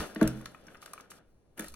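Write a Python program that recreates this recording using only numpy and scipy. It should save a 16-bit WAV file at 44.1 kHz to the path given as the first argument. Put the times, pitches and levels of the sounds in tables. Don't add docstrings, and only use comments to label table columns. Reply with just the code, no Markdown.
import sys
import numpy as np
from scipy import signal
from scipy.fft import rfft, irfft, next_fast_len
from scipy.io import wavfile

SR = 44100
rng = np.random.default_rng(int(sys.argv[2]) if len(sys.argv) > 2 else 0)


def gain_from_db(level_db):
    decades = np.asarray(level_db, float) / 20
    return 10 ** decades


def persist_wave(psi):
    counts = np.round(np.clip(psi, -1, 1) * 32767).astype(np.int16)
    wavfile.write(sys.argv[1], SR, np.atleast_2d(counts).T)


N = 77175

# t/s, strength/dB, contact cut-off f/Hz
KNOCKS = [(-.012, -38, 3000), (0.158, -37.5, 1720), (0.2124, -19.5, 1783), (0.664, -56, 500),
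          (1.591, -42, 1230)]
# f/Hz, level/dB, t60/s before the hands damp it
BENCH_MODES = [(171, -4, 0.26), (214.1, 3.5, 0.2), (250.6, 2.5, 0.07), (317, 3.5, 0.21),
               (432.3, -4.5, 0.14), (522.3, -12.5, 0.3), (622, -8, 0.28), (667, -9.5, 0.18),
               (898, -13, 0.1018), (1136, -6, 0.064), (1555, 4.5, 0.019)]
# t/s, level/dB, pitch f/Hz
CLACKS = [(.005, -30, 1250), (0.1608, -33.5, 1850), (0.163, -48, 2920), (0.2142, -28.5, 1161),
          (.228, -30, 1640), (0.2756, -31, 1570), (0.4102, -45.5, 1110), (0.4591, -36, 1330),
          (0.5466, -40.5, 1280), (.6689, -49.5, 5820), (0.6829, -43, 1530), (0.7464, -42.5, 1510),
          (0.754, -44, 1240), (0.7705, -55, 5370), (0.8256, -39.5, 1220), (0.8612, -44, 1590),
          (0.878, -47, 1260), (0.9351, -34.5, 1194), (0.9784, -40.5, 1300), (0.9997, -42.5, 1233),
          (1.1167, -44, 1290), (1.121, -47.5, 1310), (1.5778, -42.5, 1740), (1.596, -32.5, 1700),
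          (1.6222, -40.5, 1700), (1.6441, -42, 1830), (1.683, -43, 4140), (1.7404, -44, 1250)]
# t/s, level/dB, treble against mids/dB
SNAPS = [(0.1476, -40.5, 4), (0.2135, -35.5, -6), (.2255, -37.5, -4), (0.2294, -30, -5), (0.2759, -25.5, 2),
         (0.4132, -48.5, -4), (0.4581, -35, -12), (0.818, -44.5, -12), (0.86, -39.5, -8),
         (0.9341, -33, 4.5), (1.0084, -46, -7), (1.104, -46.5, -2), (1.109, -45, -1), (1.116, -55.5, 4),
         (1.5751, -46, 15), (1.5813, -43, 19.5), (1.5941, -31, 9), (1.5964, -33, 6.5), (1.6068, -37, 0),
         (1.6223, -42.5, 23.5), (1.644, -42, 16), (1.683, -39.5, 12), (1.721, -53, 18), (1.7404, -42, -7)]
# f/Hz, relative level/dB
SNAP_COLOUR = [(1200, -26.5), (2500, -8.5), (5000, -4.5), (7500, 2), (10000, -2.5), (13000, -1),
               (16000, -16), (18000, -90.5)]
# t/s, film level/dB, heap level/dB
RUMMAGE = [(0, -36.5, -41.5), (.035, -45.5, -39), (.086, -55, -50), (.17, -60.5, -55.5), (.23, -56, -36),
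           (.3, -56, -47), (.36, -59.5, -52.5), (.57, -68.5, -61.5), (.72, -66.5, -58), (.8, -76, -63.5),
           (.83, -50.5, -59), (.855, -65.5, -60), (.95, -62.5, -59.5), (1.02, -65, -61),
           (1.097, -83, -65.5), (1.104, -56, -58), (1.119, -52.5, -58), (1.127, -65, -61),
           (1.185, -61.5, -62), (1.2, -88.5, -64.5), (1.4, -99, -96), (1.555, -99, -87.5),
           (1.58, -56.5, -49), (1.63, -54, -48.5), (1.68, -53, -58.5), (1.715, -64, -67.5),
           (1.75, -65, -68)]
# f/Hz, relative level/dB
RUSTLE_COLOUR = [(1200, -52.5), (2500, 0.5), (5000, 1), (7500, -8.5), (10000, -15), (13000, -12.5),
                 (16000, -27.5), (17500, -59.5)]
# f/Hz, relative level/dB
SHUFFLE_COLOUR = [(90, -29.5), (160, 0.5), (300, -1.5), (600, -1), (1200, -16.5), (2000, -17), (3500, -18),
                  (6000, -75)]
# t/s, level/dB
RUMBLE = [(0, -39.5), (.09, -71), (.19, -61), (.24, -39.5), (.45, -56.5), (.56, -71), (.67, -64.5),
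          (1.2, -88.5), (1.29, -59.5), (1.48, -73), (1.6, -55.5)]
# f/Hz, relative level/dB
AIR_COLOUR = [(15, -47.5), (25, -6), (110, -8), (500, -15.5), (1100, -29), (3000, -39), (10000, -42),
              (13000, -51), (14000, -92)]
# f/Hz, t60/s
ROOM_DECAY = [(200, 0.69), (1000, 0.22), (4000, 0.26), (12000, 0.089)]
# f/Hz, likeness/0-1
ALIKE = [(300, 0.72), (1400, 0.4), (4000, 0.5), (8000, 1)]
# f/Hz, lag/rad
LAG = [(0, 0), (1300, 0), (2600, -1.2), (4100, -.5), (7200, -3.14), (10500, 0), (18000, 7.4)]
# f/Hz, spread/rad
SCATTER = [(1200, 0.19), (2200, 2.11), (6000, 1.8), (7600, 0.022)]
# f/Hz, left minus right/dB
LEAN = [(60, -0.5), (180, -1), (550, 2), (1650, 3.5), (4970, 0)]


def evened(x):
    return x / np.sqrt(np.mean(x ** 2) + 1e-20)


def read(points, hz):
    f, value = np.transpose(points)
    return np.interp(np.log(hz + 1), np.log(f + 1), value)


def along(curve, column):
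    rows = np.array(curve)
    return gain_from_db(np.interp(np.arange(N) / SR, rows[:, 0], rows[:, column]))


def add(mix, s, sound):
    at = round(s * SR)
    sound = sound[max(-at, 0):]
    part = mix[max(at, 0):][:len(sound)]
    part += sound[:len(part)]


def coloured(x, spectrum):
    gain = gain_from_db(read(spectrum, np.fft.rfftfreq(x.shape[-1], 1 / SR)))
    return irfft(rfft(x) * gain, x.shape[-1])


def spread(spectrum):
    a, b = rfft(rng.standard_normal((2, N)))
    same = np.clip(read(ALIKE, np.fft.rfftfreq(N, 1 / SR)), 0, 1)
    right = same * a + np.sqrt(1 - same ** 2) * b
    return evened(coloured(irfft([a, right], N), spectrum))


def bench():
    travel_s = 0.0021
    rise_cycles = 0.4
    damp_db_per_s2 = 330
    frame_hz, frame_db, frame_rise_s, frame_t60_s = 126.9, -20.5, 0.031, 0.36
    out, t = np.zeros(N), np.arange(SR // 2) / SR
    hz, db, t60 = np.transpose(BENCH_MODES)[:, :, None]
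    since = np.maximum(t - travel_s * np.sqrt(250 / hz), 0)
    decay = gain_from_db(db - 60 * since / t60 - damp_db_per_s2 * since ** 2)
    rise = 1 - np.exp(-since * hz / rise_cycles)
    ring = decay * np.sin(2 * np.pi * hz * since) * rise
    ring *= (-1.) ** np.arange(len(BENCH_MODES))[:, None]
    for s, level_db, top_hz in KNOCKS:
        softened = ring / (1 + (hz / top_hz) ** 2)
        add(out, s, gain_from_db(level_db) * softened.sum(0))
    hum = gain_from_db(frame_db - 60 * t / frame_t60_s) * np.sin(2 * np.pi * frame_hz * t)
    hum *= (1 - np.exp(-t / frame_rise_s)) ** 2
    hardest = max(KNOCKS, key=lambda row: row[1])
    add(out, hardest[0], hum)
    return out


def clacks():
    t60_s, overtone, overtone_db = 0.022, 1.28, -12.5
    out, t = np.zeros(N), np.arange(2048) / SR
    for s, db, hz in CLACKS:
        noise = rng.standard_normal(2048)
        grit = evened(coloured(noise, [(hz * .5, -30), (hz * .8, 0), (hz * 2, -4), (hz * 4, -30)]))
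        ring = np.sin(2 * np.pi * hz * t)
        ring += gain_from_db(overtone_db) * np.sin(2 * np.pi * hz * overtone * t)
        attack = np.minimum(t / 0.0005, 1)
        add(out, s, gain_from_db(db - 60 * t / t60_s) * (ring + 0.6 * grit) * attack)
    return out


def rattle():
    hits_per_s, centre_hz, t60_s, level_db = 500, 1250, 0.01, -6.5
    t = np.arange(2048) / SR
    size = gain_from_db(5.0 * np.minimum(rng.exponential(1, N), 2))
    hits = size * (rng.random(N) < hits_per_s / SR)
    kind, out = rng.integers(0, 8, N), np.zeros(N)
    for k, step in enumerate(rng.uniform(-0.22, 0.51, 8)):
        ring = gain_from_db(-60 * t / t60_s) * np.sin(2 * np.pi * centre_hz * (1 + step) * t)
        out += signal.oaconvolve(hits * (kind == k), ring)[:N]
    return gain_from_db(level_db) * along(RUMMAGE, 2) * evened(out)


def snaps():
    t60_s = 0.015
    out, t = np.zeros(N), np.arange(2048) / SR
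    for s, db, tilt_db in SNAPS:
        noise = coloured(rng.standard_normal(2048), SNAP_COLOUR)
        burst = evened(coloured(noise, [(4000, 0.0047), (9000, tilt_db)]))
        attack = np.minimum(t / 0.0002, 1)
        add(out, s, gain_from_db(db - 60 * t / t60_s) * burst * attack)
    return out


def crinkles():
    per_s, size_spread_db, decay_s, level_db = 360, 1, 0.011, -4
    size = gain_from_db(size_spread_db * np.minimum(rng.exponential(1, N), 4))
    creases = size * (rng.random(N) < per_s / SR)
    envelope = signal.lfilter([1], [1, -np.exp(-1 / (decay_s * SR))], creases)
    bursts = envelope * rng.standard_normal(N)
    return gain_from_db(level_db) * along(RUMMAGE, 1) * evened(coloured(bursts, SNAP_COLOUR))


def rustle():
    return gain_from_db(-6.0) * along(RUMMAGE, 1) * spread(RUSTLE_COLOUR)


def shuffle():
    return along(RUMMAGE, 2) * spread(SHUFFLE_COLOUR)


def room(x):
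    level_db = -10.5
    noise = spread([(20, 0.023), (20000, 0.0047)])[:, :SR // 2]
    hz, t, z = signal.stft(noise, SR, nperseg=128)
    decay = gain_from_db(-60 * t / read(ROOM_DECAY, hz)[:, None])
    tail = signal.istft(z * decay, SR, nperseg=128)[1]
    tail = np.pad(tail / np.linalg.norm(tail[0]), ((0, 0), (130, 0)))
    return gain_from_db(level_db) * signal.fftconvolve(x[None], tail, axes=1)[:, :N]


def rumble():
    colour = [(15, 7.5), (28, -12.5), (75, 5.0), (105, -45.5)]
    return along(RUMBLE, 1) * evened(coloured(rng.standard_normal(N), colour))


def air():
    return gain_from_db(-67) * spread(AIR_COLOUR)


def scene():
    top = bench()
    near = clacks() + rattle() + snaps() + crinkles()
    room_send = near + gain_from_db(-8) * top
    return top + near + room(room_send) + rustle() + shuffle() + rumble() + air()


def top_cut(x):
    return signal.sosfilt(signal.butter(12, 17050, fs=SR, output="sos"), x)


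def record(dry):
    size = next_fast_len(N + 4096)
    hz = np.fft.rfftfreq(size, 1 / SR)
    anchors = np.arange(0, SR / 2, 220)
    ripple = np.interp(hz, anchors, rng.standard_normal(len(anchors)))
    lag = np.interp(hz, *np.transpose(LAG)) + read(SCATTER, hz) * ripple
    left = gain_from_db(read(LEAN, hz) / 2) * np.exp(-.5j * lag)
    mix = irfft(rfft(dry, size) * [left, 1 / left], size)[:, :N]
    return top_cut(mix)


dry = scene()
out = record(dry)
persist_wave(out)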